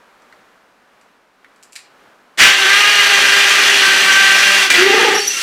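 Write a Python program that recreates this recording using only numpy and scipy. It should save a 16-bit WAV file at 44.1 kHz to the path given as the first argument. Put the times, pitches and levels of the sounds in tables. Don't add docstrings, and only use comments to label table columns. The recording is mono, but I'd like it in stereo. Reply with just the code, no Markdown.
import sys
import numpy as np
from scipy import signal
from scipy.fft import rfft, irfft, next_fast_len
from scipy.io import wavfile
from scipy.ndimage import map_coordinates

SR = 44100
rng = np.random.default_rng(int(sys.argv[2]) if len(sys.argv) > 2 else 0)


def unload_audio(sound):
    columns = np.transpose(np.atleast_2d(sound))
    steps = np.round(np.clip(columns, -1, 1) * 32767)
    wavfile.write(sys.argv[1], SR, steps.astype(np.int16))


def gain_from_db(level_db):
    decades = np.asarray(level_db, float) / 20
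    return 10 ** decades


N = 239280
TIME = np.arange(N) / SR


def unit(x):
    return x / np.sqrt(np.mean(x ** 2) + 1e-20)


def along(points, hz):
    f, v = np.transpose(points)
    return np.interp(np.log(hz + 1), np.log(f + 1), v)


def curves(rows):
    s, *cols = np.transpose(rows)
    return [np.interp(TIME, s, c) for c in cols]


def during(start, end, edge):
    return np.clip((TIME - start) / edge, 0, 1) * np.clip((end - TIME) / edge + 1, 0, 1)


def wobble(rate):
    return map_coordinates(rng.standard_normal(int(N * rate / SR) + 4), [TIME * rate])


def filtered(x, response):
    m = next_fast_len(N + SR // 2)
    return irfft(rfft(x, m) * response(np.fft.rfftfreq(m, 1 / SR)), m)[..., :N]


def resonant(modes):
    def response(f):
        return sum((-1) ** k * gain_from_db(db) * 1j * f * w / (c * c - f * f + 1j * f * w)
                   for k, (c, w, db) in enumerate(modes))
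    return response


def hum():
    # time_s, level_db
    air_rows = [(0.0, -50), (0.26, -49.5), (1.31, -53.5), (1.68, -50), (2.36, -49.5)]
    # pitch_hz, relative density_db per Hz
    hum_spectrum = [(15, -47), (25, -11), (55, -18), (75, -28), (107, -12.5), (147, -14.5), (209, -5),
                    (358, -6.5), (409, -4.5), (1490, -2.5), (1900, -7.5), (15400, -32)]
    # pitch_hz, correlation (0-1)
    likeness = [(60, 0.76), (240, 0.9), (950, 0.67), (3770, 0.14), (15000, 0.02)]

    def mid_side(hz):
        angle = np.arccos(np.clip(along(likeness, hz), -1, 1)) / 2
        return gain_from_db(along(hum_spectrum, hz)) * [np.cos(angle), np.sin(angle)]

    mid, side = filtered(rng.standard_normal((2, N)), mid_side)
    level_db = curves(air_rows)[0] + 0.9 * wobble(6)
    return gain_from_db(level_db) * unit(np.array([mid + side, mid - side]))


def ticks():
    # start_s, peak_db, steel_over_plastic_db
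    tick_rows = [(0.2194, -45, 6), (0.3241, -31, -25), (1.0115, -39, 1), (1.444, -31, -44),
                 (1.5594, -43, 8), (1.6262, -31, 8), (1.632, -28.5, 26), (1.722, -32, 22), (1.729, -30, 17),
                 (1.754, -22.5, 3), (1.7602, -16, -1.5), (1.789, -29, -7)]
    # pitch_hz, width_hz, level_db, steel_share (0-1)
    tool_modes = [(1370, 470, -11.5, 0), (1970, 360, -2.5, 0), (2340, 300, 2, 0.48),
                  (2960, 740, -3.5, 0.57), (4160, 1200, -3.5, 0.64), (5730, 1500, -5, 0.83),
                  (7540, 700, -1.5, 1), (9500, 2900, -12, 1)]
    rise_s, crack_t60_s = 0.0016, 0.012
    scrape_db, scrape_t60_s = -12.5, 0.074
    out, t = np.zeros(N), TIME[:SR // 4]
    f = np.fft.rfftfreq(len(t), 1 / SR)
    for s, db, steel_db in tick_rows:
        decay = gain_from_db(-60 * t / crack_t60_s) + gain_from_db(scrape_db - 60 * t / scrape_t60_s)
        stroke = (1 - np.exp(-t / rise_s)) * decay
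        tool = resonant([(hz, w, level + steel * steel_db) for hz, w, level, steel in tool_modes])
        sound = irfft(rfft(stroke * rng.standard_normal(len(t))) * tool(f), len(t))
        out[round(s * SR):][:len(t)] += gain_from_db(db) * sound / np.abs(sound).max()
    return out


def grinding(cycles, turn, even_db, pressed, through):
    # time_s, level_db
    grind_rows = [(2.36, -42), (2.384, -17), (2.404, -3), (2.45, -3.5), (2.548, -14), (2.6, -11.5),
                  (3.67, -10), (4.25, -11.5), (4.64, -11), (4.698, -27), (4.703, -9), (4.733, -14.5),
                  (4.75, -9), (4.82, -9.5), (4.86, -13.5), (5.012, -11.5), (5.162, -16), (5.218, -27),
                  (5.31, -26.5), (5.426, -23)]
    # pitch_hz, width_hz, level_db
    block_modes = [(176, 53, -25.5), (602, 84, -17), (1205, 210, -11.5), (1612, 194, -2), (1829, 93, 1.5),
                   (1993, 122, -0.5), (2442, 132, -2), (2775, 107, -0.5), (3260, 380, -6),
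                   (4444, 440, -11.5), (5920, 160, -9), (11900, 360, -24.5)]
    # pitch_hz, relative density_db per Hz
    grit_spectrum = [(20, -55), (60, -65), (250, -27), (600, -17.5), (1050, -10.5), (1600, -6.5),
                     (2750, -2.5), (4070, -8.5), (6030, -12.5), (9000, -19), (15400, -31.5)]
    first_burst_s, second_burst_s = 2.375, 4.701
    snap_start_db, snap_fade_s = 7.5, 0.024
    block = resonant(block_modes)

    blows = np.abs(np.diff(np.floor(cycles + .018 * wobble(200)), prepend=0)) * gain_from_db(1.7 * wobble(400))
    hammering = during(2.38, 5.22, 0.019)
    gate = 1 + 0.49 * hammering * np.cos(2 * np.pi * cycles)
    ring = unit(filtered(gate * rng.standard_normal(N), block))
    knocks = gain_from_db(even_db) * hammering * unit(filtered(blows, block))

    snap_db = sum(snap_start_db * (TIME > s) * np.exp(-np.abs(TIME - s) / snap_fade_s)
                  for s in (first_burst_s, second_burst_s))
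    ground_s = np.clip(TIME - first_burst_s, 0, second_burst_s - first_burst_s)
    treble_db = 0.5 + 1.07 * ground_s + snap_db - 3.5 * through + 10 * (1 - pressed)
    grit_noise = gate * gain_from_db(1.56 * wobble(900)) * rng.standard_normal(N)
    grit = filtered(grit_noise, lambda f: gain_from_db(along(grit_spectrum, f)))
    treble = filtered(grit, lambda f: 1 / (1 + (4500 / (f + 1)) ** 4))
    grit = (grit + (gain_from_db(treble_db) - 1) * treble) / np.std(grit)

    grind_db, = curves(grind_rows)
    return gain_from_db(grind_db + turn + 0.28 * wobble(24.76)) * (gain_from_db(-2.5) * ring + gain_from_db(-2) * grit + knocks)


def bench(pressed):
    # time_s, level_db, t60_s
    jolt_rows = [(2.40, -27, 0.26), (3.2, -32.5, .6), (3.58, -31, 0.89), (3.88, -37, 4), (4.72, -26, 0.67),
                 (4.95, -35, 4)]
    # pitch_hz, relative density_db per Hz
    plank_spectrum = [(70, -68), (130, -10), (190, -9.5), (280, -1), (420, 0), (600, -11), (900, -42)]
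    shoves = sum(during(s - .03, 9, 0.09) * gain_from_db(db - 60 * np.maximum(TIME - s, 0) / t60)
                 for s, db, t60 in jolt_rows)
    swells = gain_from_db(-44.5 + 2.5 * wobble(5))
    shudder = (swells + shoves) * gain_from_db(-10 * (1 - pressed) + 0.97 * wobble(18))
    return shudder * unit(filtered(rng.standard_normal(N), lambda f: gain_from_db(along(plank_spectrum, f))))


def cavity(cycles, turn, even_db, tone_db, pressed, loose):
    # multiple, level_db, gain_db per dB of evenness,
    # loose_db gained once the bit is loose, flicker_db
    overtone_rows = [(2, -29, 0.43, 10, 2.5), (3, -24.5, 1.07, 7, 2.5), (4, -14, 1.5, -13, 0.5)]
    run_out = 0.17 + 4.7 * loose * pressed
    rattle = .5 * run_out * wobble(90)
    throb = (1 + run_out * turn) / np.sqrt(1 + run_out ** 2 / 2)
    tone_phase = 2 * np.pi * cycles + 0.55 * wobble(60) + 0.35 * rattle
    tone = gain_from_db(tone_db + 0.91 * wobble(45) + 1.9 * wobble(350)) * throb * np.sin(tone_phase)

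    overtones = np.zeros(N)
    for k, db, grows, loose_db, flicker_db in overtone_rows:
        level_db = db + grows * even_db + loose_db * np.sqrt(loose) + flicker_db * wobble(60)
        overtones += gain_from_db(level_db) * np.sin(2 * np.pi * round(k) * cycles + 0.86 * rattle)

    limp = gain_from_db(-60.5) + gain_from_db(-44) * during(3.8, 4.56, 0.086)
    half = gain_from_db(-0.5) * np.sin(np.pi * cycles + 0.81 * wobble(50))
    overtones += limp * gain_from_db(2.3 * wobble(30)) * (half + gain_from_db(5) * np.sin(3 * np.pi * cycles))

    dip = during(4.66, 4.66 + 0.052, 0.016)
    overtones *= gain_from_db(-14 * dip - 11.7 * (1 - pressed))
    return np.sqrt(2) * (tone + overtones)


def drill():
    # time_s, blow_rate_hz, evenness_db of the blows, cavity_tone_db
    ratchet_rows = [(2.40, 384, -4, -30), (2.57, 400, -11, -37.5), (2.65, 381, -6, -27.5),
                    (2.72, 400, -1.5, -35), (2.86, 413, -5, -33.5), (3.15, 400, -5.5, -31.5),
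                    (3.3, 400, -7.5, -33), (3.78, 400, -13, -33.5), (3.84, 388, -5.5, -30.5),
                    (4.0, 390, -8.5, -34), (4.1, 387, -2.5, -39.5), (4.55, 394, -5, -37.5),
                    (4.64, 392, -5, -33), (4.70, 363, -6, -44), (4.772, 358, -9, -34),
                    (4.785, 350, -9, -14.5), (4.87, 392, -7.5, -15), (5.04, 422, -6.5, -17.5),
                    (5.15, 408, -9, -19), (5.23, 405, -14, -30.5), (5.32, 410, -28, -42)]
    rate, even_db, tone_db = curves(ratchet_rows)
    freed_s = 5.18
    pressed = during(0, freed_s, 0.037)
    through = during(4.74, freed_s, 0.013)
    loose = during(4.86, freed_s, .12)
    cycles = np.cumsum(rate + 1.4 * wobble(40)) / SR
    turn = np.sin(2 * np.pi * cycles / 15)
    solid = grinding(cycles, turn, even_db, pressed, through) + bench(pressed)
    hollow = cavity(cycles, turn, even_db, tone_db, pressed, loose)
    return during(2.372, 9, 0.0049) * solid + during(2.4, 5.32, 0.04) * hollow


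def wavering(hz, drift_hz, rate, octave_db):
    phase = 2 * np.pi * np.cumsum(hz + drift_hz * wobble(rate)) / SR
    return np.sqrt(2) * (np.sin(phase) + gain_from_db(octave_db) * np.sin(2 * phase + 1.2 * wobble(600)))


def squeal():
    # start_s, length_s, pitch_hz, level_db, octave_over_tone_db
    rubbed_rows = [(4.702, .06, 1985, -14, -30), (4.697, 0.038, 2377, -12.5, -30),
                   (4.798, .23, 1990, -21.5, -30), (5.145, 0.054, 5600, -22.5, -10),
                   (5.152, 0.057, 5950, -23.5, -25), (5.193, 0.086, 5490, -23, -15),
                   (5.198, 0.053, 4510, -22, -20), (5.226, 0.16, 6020, -25.5, -28),
                   (5.274, 0.02, 5900, -14, -12.5), (5.27, .025, 5440, -27, -2),
                   (5.294, .03, 4440, -30, -27), (5.304, .07, 2750, -27.5, -4),
                   (5.344, .1, 1364, -35.5, -13), (5.38, 0.037, 4490, -32, -27)]
    flutter_db = 4 * np.cos(2 * np.pi * 31.7 * (TIME - 5.28))
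    out = np.zeros(N)
    for s, long, hz, db, octave_db in rubbed_rows:
        level = gain_from_db(db + flutter_db + 2.2 * wobble(60) + 2.2 * wobble(500))
        out += level * during(s, s + long, 0.0051) * wavering(hz, .007 * hz, 200, octave_db)
    return out


def room(x):
    # pitch_hz, t60_s
    wall_rows = [(200, 0.28), (2000, 0.52), (10000, 0.23)]
    # pitch_hz, ratio_db
    wet_rows = [(60, -2), (300, -12), (700, -6), (1300, -7), (2500, 0), (5000, 1), (12000, -0.5)]
    wet, step = np.zeros((2, N + 2 * SR)), SR // 8
    fade = np.hanning(2 * step + 1)[:-1]
    x_long = np.pad(x, (0, 2 * step))
    for start in range(0, N, step):
        hz, t, z = signal.stft(rng.standard_normal((2, SR // 3)), SR, nperseg=256)
        decay = gain_from_db(-60 * t / along(wall_rows, hz)[:, None])
        tail = signal.istft(z * decay, SR, nperseg=256)[1]
        tail = tail / np.linalg.norm(tail[0])
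        part = signal.fftconvolve((fade * x_long[start:start + 2 * step])[None], tail, axes=1)
        wet[:, start + 200:start + 200 + part.shape[1]] += part

    def share(f):
        return 1 / (1 + gain_from_db(-2 * along(wet_rows, f)))

    direct = filtered(x, lambda f: np.sqrt(1 - share(f)))
    return direct + filtered(wet[:, :N], lambda f: np.sqrt(share(f)))


def scene():
    # pitch_hz, lean_db
    lean_rows = [(300, -0.05), (4000, 0.42), (12000, 1.2)]
    steel = squeal() + ticks()
    near = room(drill() + gain_from_db(-3.5) * steel) + gain_from_db(-12) * steel
    side = np.array([[1], [-1]])

    def lean(f):
        return gain_from_db(along(lean_rows, f) * side) * np.exp(2j * np.pi * f * 1.1e-5 * side)

    return filtered(near, lean) + hum()


def roll_off(x):
    return signal.sosfilt(signal.butter(12, 15580, fs=SR, output="sos"), x)


def record(dry):
    mix = dry / (1 + np.abs(dry / 1.08) ** 8) ** (1 / 8)
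    return roll_off(mix)


dry = scene()
out = record(dry)
unload_audio(out)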